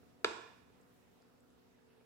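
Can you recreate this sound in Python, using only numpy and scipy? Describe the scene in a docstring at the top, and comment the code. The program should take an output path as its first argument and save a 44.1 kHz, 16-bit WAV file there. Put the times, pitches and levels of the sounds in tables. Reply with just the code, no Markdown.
"""A spoon stirs thick batter in a glass bowl on a kitchen counter, over appliance hum and a quiet floor.
The bowl is nudged softly; then one hard knock, four quick contacts, excites its decaying modes with a
bright noise crack. The batter chokes the ring at once; the counter swells late, a baking tin rings along
and diffuse noise echoes of the bare room carry the tail. Further soft nudges follow, among sticky ticks
of the batter made of short narrow-band noise bursts."""
import sys
import numpy as np
from scipy import signal
from scipy.io import wavfile

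SR = 44100
rng = np.random.default_rng(int(sys.argv[2]) if len(sys.argv) > 2 else 0)


def unload_audio(sound):
    """Save the sound as a 16-bit wav file, at the path given as the first command line argument."""
    columns = np.transpose(np.atleast_2d(sound))
    # keep every value between -1 and 1, then stretch to whole-number steps
    steps = np.round(np.clip(columns, -1, 1) * 32767)
    wavfile.write(sys.argv[1], SR, steps.astype(np.int16))


def invert_db(x):
    """Field ratio 10**(x/20) for x, a level in decibels (scalar or array-like)."""
    u = np.asarray(x, float) / 20
    return 10 ** u


N = 90404

# the knock, spoon edge meeting the glass: t/s, impulse level/dB, softness as cut-off f/Hz
CONTACTS = [(.2451, -15.5, 9010), (.2460, -24.5, 6090), (.2479, -23.5, 4035), (.2501, -30.5, 890)]
# the spoon nudges the bowl through the batter: t/s, impulse level/dB, softness as cut-off f/Hz
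NUDGES = [(.030, -43.5, 505), (.70, -49.5, 496), (.80, -46, 496), (1.98, -50, 500), (2.01, -45.5, 496)]
# each bowl mode as the walls hear it, against the near sound: level/dB
TOWARDS_ROOM = [-1, 1.5, 3.5, 2, -5, -2, 0, -1.5, -4, -2, -3.5, -10, -0.5, -9.5, -2, 3.5, 10, -5.5]
# averaged over all directions the modes blur: share of their t60
ROOM_RING_SHARE = 0.52
RIGHT_LAG_S = 0.00013


def bowl():
    """Modal superposition and directivity: knock, crack and nudges, as heard near and as sent to the walls."""
    t = np.arange(N) / SR
    choke = grip()
    edge = crack()
    near_offsets = np.zeros(len(MODES))
    near = strike(CONTACTS, near_offsets, 1) * choke + strike(NUDGES, near_offsets, 1) + edge
    far_knock = strike(CONTACTS, TOWARDS_ROOM, ROOM_RING_SHARE) * choke
    far = far_knock + strike(NUDGES, TOWARDS_ROOM, ROOM_RING_SHARE) + edge
    near[1] = np.interp(t - RIGHT_LAG_S, t, near[1])
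    return near, far


# bowl on the counter, ring per unit click: f/Hz, left level/dB, right level/dB, t60/s
MODES = [(445.4, -9.5, -4.5, .05), (667, -19, -16, 0.035), (888, -19, -15.5, 0.047),
         (1136, -20, -16, 0.033), (1314, -9, -5, 0.024), (1660, -3.5, -6, 0.026), (2050, -22.5, -12, 0.013),
         (2386, -14, -6.5, .018), (2810, -10, -10.5, 0.019), (3500, -16.5, -11.5, 0.021),
         (3837.6, -23, -7.5, 0.026), (4650, -12, -7.5, 0.016), (5110, -18.5, -17, 0.027),
         (6110, -12, -15, 0.01022), (7260, -21.5, -19, 0.039), (8060, -24.5, -11.5, 0.0068),
         (9100, -29.5, -23.5, 0.008), (13600, -29, -34.5, .004)]


def strike(hits, extra_db, share):
    """Modal excitation: one force sets every mode ringing, neighbours in opposite phase."""
    force = no_bass(push(hits))
    out = np.zeros((2, N))
    for k, (hz, left_db, right_db, t60) in enumerate(MODES):
        gain = invert_db(np.array([[left_db], [right_db]]) + extra_db[k])
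        out += (-1) ** k * ring(force, hz, share * t60) * gain
    return out


def push(hits):
    """Contact mechanics: a soft contact spreads its impulse in time and so loses treble."""
    out, t = np.zeros(N), np.arange(N) / SR
    for s, db, hz in hits:
        u = np.maximum(t - s, 0) * 2 * np.pi * hz
        pulse = u * np.exp(-u)
        out += invert_db(db) * pulse / pulse.sum()
    return out


def no_bass(x):
    """Radiation efficiency: a small bowl radiates little bass, hence a steep high-pass."""
    return signal.sosfilt(signal.butter(3, 272, "high", fs=SR, output="sos"), x)


def ring(clicks, hz, t60):
    """Damped resonance: a unit click starts a decaying sine of height 1 in a two-pole filter."""
    radius = invert_db(-60 / (max(t60, 0.002) * SR))
    w = 2 * np.pi * hz / SR
    # the tiny offset keeps the filter clear of vanishing numbers
    return signal.lfilter([0, np.sin(w)], [1, -2 * radius * np.cos(w), radius ** 2], clicks + 1e-18)


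GRIP_S, GRIP_DB, GRIP_FADE_S = 0.2528, -6.5, 0.00063


def grip():
    """Added damping: the batter closes on the spoon and chokes the ring by a quick drop in gain."""
    t = np.arange(N) / SR
    return invert_db(GRIP_DB * np.clip((t - GRIP_S) / GRIP_FADE_S, 0, 1))


CRACK_DB, CRACK_T60_S = -41.5, 0.00755   # level before the band-pass
CRACK_BAND_HZ = [5030, 15000]


def crack():
    """Impact noise: the first contact has a bright edge, a decaying noise band independent in each ear."""
    since = since_knock()
    envelope = (since > 0) * invert_db(CRACK_DB - 60 * np.clip(since, 0, 1) / CRACK_T60_S)
    noise = rng.standard_normal((2, N)) * envelope
    return signal.sosfilt(signal.butter(1, CRACK_BAND_HZ, "band", fs=SR, output="sos"), noise)


SCATTER_DB = 8


def blow():
    """Scattering: the first contact itself reaches the room by other paths than the ring."""
    pulse = invert_db(SCATTER_DB) * no_bass(push(CONTACTS[:1]))
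    return np.stack([pulse, pulse])


# the counter's late, weak thump: f/Hz, level before the swell/dB, t60/s
COUNTER = [(74, -59.5, 0.13), (118, -63, .12), (200, -67, 0.26), (293.3, -38.5, 0.079)]


def counter():
    """Structure-borne sound: the knock excites low modes of the counter."""
    return shaken(COUNTER)


# the baking tin beside the bowl: f/Hz, level before swell and waver/dB, t60/s
TIN = [(468, -49.5, 0.57), (2465, -59.5, 0.89), (5804, -80, 0.87)]
TIN_WAVER_DB, TIN_WAVER_HZ = 4.5, 8.27


def tin():
    """Sympathetic vibration: each mode of the tin rings along with its own unsteady level."""
    return sum(shaken([mode]) * invert_db(TIN_WAVER_DB * drift(TIN_WAVER_HZ)) for mode in TIN)


def shaken(modes):
    """Gradual energy transfer: modes swell for some milliseconds after the knock, then decay."""
    u = np.maximum(since_knock(), 0)
    swell = 1 - np.exp(-2 * np.pi * 30.26 * u)   # rise rate as a cut-off of 30.26 Hz
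    out = np.zeros(N)
    for hz, db, t60 in modes:
        out += swell * invert_db(db - 60 * u / t60) * np.sin(2 * np.pi * hz * u)
    return out


# sticky ticks: t/s, level before rise and decay/dB, f/Hz, left minus right level/dB, t60/s
TICKS = [(.811, -69, 7700, -9, 0.0327), (0.831, -70, 4960, 0, 0.016), (1.084, -67, 3500, -1, 0.0093),
         (1.221, -62, 5020, 5, 0.0086), (1.221, -69.5, 6800, 0.5, 0.011), (1.226, -63, 1380, -9, 0.012),
         (1.404, -69, 7850, -7, 0.017), (1.429, -74.5, 1380, -14, 0.11), (1.503, -69, 7400, -4.5, 0.011),
         (1.594, -74.5, 5170, -0.5, 0.017), (1.786, -69.5, 1592, -9, 0.058), (1.88, -77.5, 2715, -5, 0.26),
         (1.925, -76.5, 1700, 5, 0.11), (1.991, -76, 2450, -4, 0.14)]
# band width as a share of the pitch; rise time as a share of t60
TICK_WIDTH, TICK_RISE = 0.19, 0.097


def batter():
    """Band-limited transients: each tick is a short noise burst in a band around its pitch."""
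    out, t = np.zeros((2, N)), np.arange(4000) / SR
    for s, db, hz, pan_db, t60 in TICKS:
        band = [hz * (1 - TICK_WIDTH / 2), hz * (1 + TICK_WIDTH / 2)]
        sos = signal.butter(2, band, "band", fs=SR, output="sos")
        noise = rms_one(signal.sosfilt(sos, rng.standard_normal(len(t))))
        rise = np.minimum(t / (TICK_RISE * t60), 1)
        burst = noise * invert_db(db - 60 * t / t60) * rise
        i = int(s * SR)
        out[:, i:i + len(t)] += (burst * invert_db(balance(pan_db)))[:, :N - i]
    return out


# reverberation time: f/Hz, t60/s
ROOM_T60 = [(100, 0.45), (300, 0.5), (1000, 0.74), (3000, 0.73), (7000, 0.655), (12000, 0.28)]
# colour of the echoes: f/Hz, relative level/dB
ROOM_COLOUR = [(100, 8), (300, 3.5), (450, -1), (650, 2.5), (1000, 2.5), (1500, 1), (2000, -3), (2500, 2),
               (4000, 1), (7000, -0.5), (9000, -12), (11000, -18), (15000, -20)]
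# balance of the echoes: f/Hz, left minus right level/dB
ROOM_BALANCE = [(60, -8.5), (180, -8.5), (550, -4), (1650, -5.5), (4970, -4.5), (15000, 6)]
# left-right likeness of the echoes: f/Hz, correlation
ROOM_LIKENESS = [(100, 0.91), (400, 0.64), (1000, 0.09), (2500, 0.15), (10000, 0)]
ROOM_DB, ROOM_ONSET_S = -44.5, 0.00552


def room(x):
    """Diffuse reverberation: convolution with noise that dies band by band, partly shared by the ears."""
    t, tail = np.arange(SR) / SR, 0
    white = rng.standard_normal((2, 2, SR))
    for k, (hz, sos) in enumerate(bands()):
        mid, side = signal.sosfilt(sos, white[k % 2])   # neighbouring bands use separate noise
        fall_db = 60 * t / at_hz(ROOM_T60, hz)
        gain = invert_db(at_hz(ROOM_COLOUR, hz) - fall_db + balance(at_hz(ROOM_BALANCE, hz)))
        tail = tail + gain * two_ears(mid, side, at_hz(ROOM_LIKENESS, hz))
    # silent for half the onset time, then a rise lasting one onset time
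    tail *= invert_db(ROOM_DB) * np.clip(t / ROOM_ONSET_S - 0.5, 0, 1)
    return signal.fftconvolve(x[:1] + x[1:], tail, axes=1)[:, :N]


# appliance hum, shifting as the arm moves by; rms levels at mid-time, before the waver:
# f/Hz, left level/dB, right level/dB, left slope/(dB/s), right slope/(dB/s)
HUM = [(122, -82, -84, -5, 0), (168.5, -82.5, -87.5, -3, -2), (186.8, -75.5, -80, -3.5, -3),
       (235.6, -77.5, -79, -0.5, -6), (247.5, -78.5, -77, 1.5, 1.5), (279.6, -78, -81, -3, -4),
       (372.7, -80, -87, 3.5, -12.5), (449, -93, -79.5, -12.5, 10.5), (494, -79.5, -83.5, -3, -4.5),
       (691, -86, -91.5, -4.5, -1.5), (721, -88, -87, -1, -7.5)]
HUM_WAVER_DB, HUM_WAVER_HZ = 1.5, 3.0


def hum():
    """Line spectrum: sines of fixed pitch whose levels drift apart in the two ears."""
    t, out = np.arange(N) / SR, 0
    for hz, left_db, right_db, left_slope, right_slope in HUM:
        level = np.array([[left_db], [right_db]]) + np.array([[left_slope], [right_slope]]) * (t - t.mean())
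        level = level + HUM_WAVER_DB * np.array([drift(HUM_WAVER_HZ), drift(HUM_WAVER_HZ)])
        # phase in turns, slightly different in each ear
        phase = rng.random() + 0.12 * rng.standard_normal((2, 1))
        out = out + np.sqrt(2) * invert_db(level) * np.sin(2 * np.pi * (hz * t + phase))
    return out


# spectrum of room air and microphone hiss: f/Hz, relative level per Hz/dB
FLOOR = [(15, -50), (25, -33.5), (45, -16), (80, -5.5), (140, -7), (250, -12.5), (330, -7), (470, -8.5),
         (640, -12.5), (890, -13.5), (2000, -21), (6210, -29), (9000, -33), (12900, -32.5), (16000, -32)]
# course of the whole floor: t/s, level/dB
FLOOR_LEVEL = [(0, -68), (.3, -69), (.8, -68.5), (1.3, -69.5), (2.05, -70.5)]
# balance of the floor: f/Hz, left minus right level/dB
FLOOR_BALANCE = [(60, -10), (180, 0), (550, -1), (1650, -4), (4970, -1.5), (15000, 1.5)]
# left-right likeness of the floor: f/Hz, correlation
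FLOOR_LIKENESS = [(60, 0.28), (300, 0), (700, 0), (15000, 0)]


def floor(patchy_db):
    """Broadband noise: bands each with a level, balance, likeness and slight flicker."""
    out, white = 0, rng.standard_normal((2, 2, N + 8000))
    for k, (hz, sos) in enumerate(bands()):
        mid, side = signal.sosfilt(sos, white[k % 2])[:, 8000:]   # skip the filter's start
        flicker_db = patchy_db * drift(5.0)
        gain = invert_db(at_hz(FLOOR, hz) + flicker_db + balance(at_hz(FLOOR_BALANCE, hz)))
        out = out + gain * two_ears(mid, side, at_hz(FLOOR_LIKENESS, hz))
    s, db = np.transpose(FLOOR_LEVEL)
    return rms_one(out) * invert_db(np.interp(np.arange(N) / SR, s, db))


def bands():
    """Half-octave analysis: band-pass filters with their geometric centres in Hz."""
    edges = 22 * 2 ** np.arange(0, 9.6, 0.5)
    return [(np.sqrt(low * high), signal.butter(2, [low, high], "band", fs=SR, output="sos"))
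            for low, high in zip(edges, edges[1:])]


def two_ears(mid, side, likeness):
    """Interaural correlation: shared and opposed noise mixed to the wanted likeness."""
    alike = np.clip(likeness, -1, 1)
    return np.sqrt(1 + alike) * mid + np.sqrt(1 - alike) * side * [[1], [-1]]


def balance(db):
    """Level difference between the ears, split evenly in dB."""
    return np.array([[db / 2], [-db / 2]])


def at_hz(points, hz):
    """Logarithmic pitch scale: reads a table between its rows along log frequency."""
    f, value = np.transpose(points)
    return np.interp(np.log(hz), np.log(f), value)


def drift(rate):
    """Low-passed noise: a slow random course of spread 1, with its cut-off at rate in Hz."""
    step = 40   # samples between drawn points
    r = np.exp(-2 * np.pi * step * rate / SR)
    slow = signal.lfilter([1], [1, -2 * r, r * r], rng.standard_normal(N // step + 2002))[2000:]
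    return np.interp(np.arange(N) / step, np.arange(len(slow)), rms_one(slow - slow.mean()))


def rms_one(x):
    """Effective value: scales a signal to rms 1."""
    return x / np.sqrt(np.mean(x ** 2) + 1e-20)


def since_knock():
    """Time origin at the first contact, in seconds."""
    return np.arange(N) / SR - CONTACTS[0][0]


def scene():
    """Superposition: direct sound and its reverberation over hum and floor."""
    near, far = bowl()
    rest = batter() + counter() + tin()
    echoes = room(far + rest) + room(blow())
    return near + rest + echoes + hum() + floor(patchy_db=1.3)


def band_limit(x):
    """A steep low-pass at the top of the band."""
    return signal.sosfilt(signal.butter(12, 16400, fs=SR, output="sos"), x)


def record(dry):
    """Final stage: hands on the finished mix."""
    return band_limit(dry)


dry = scene()
out = record(dry)
unload_audio(out)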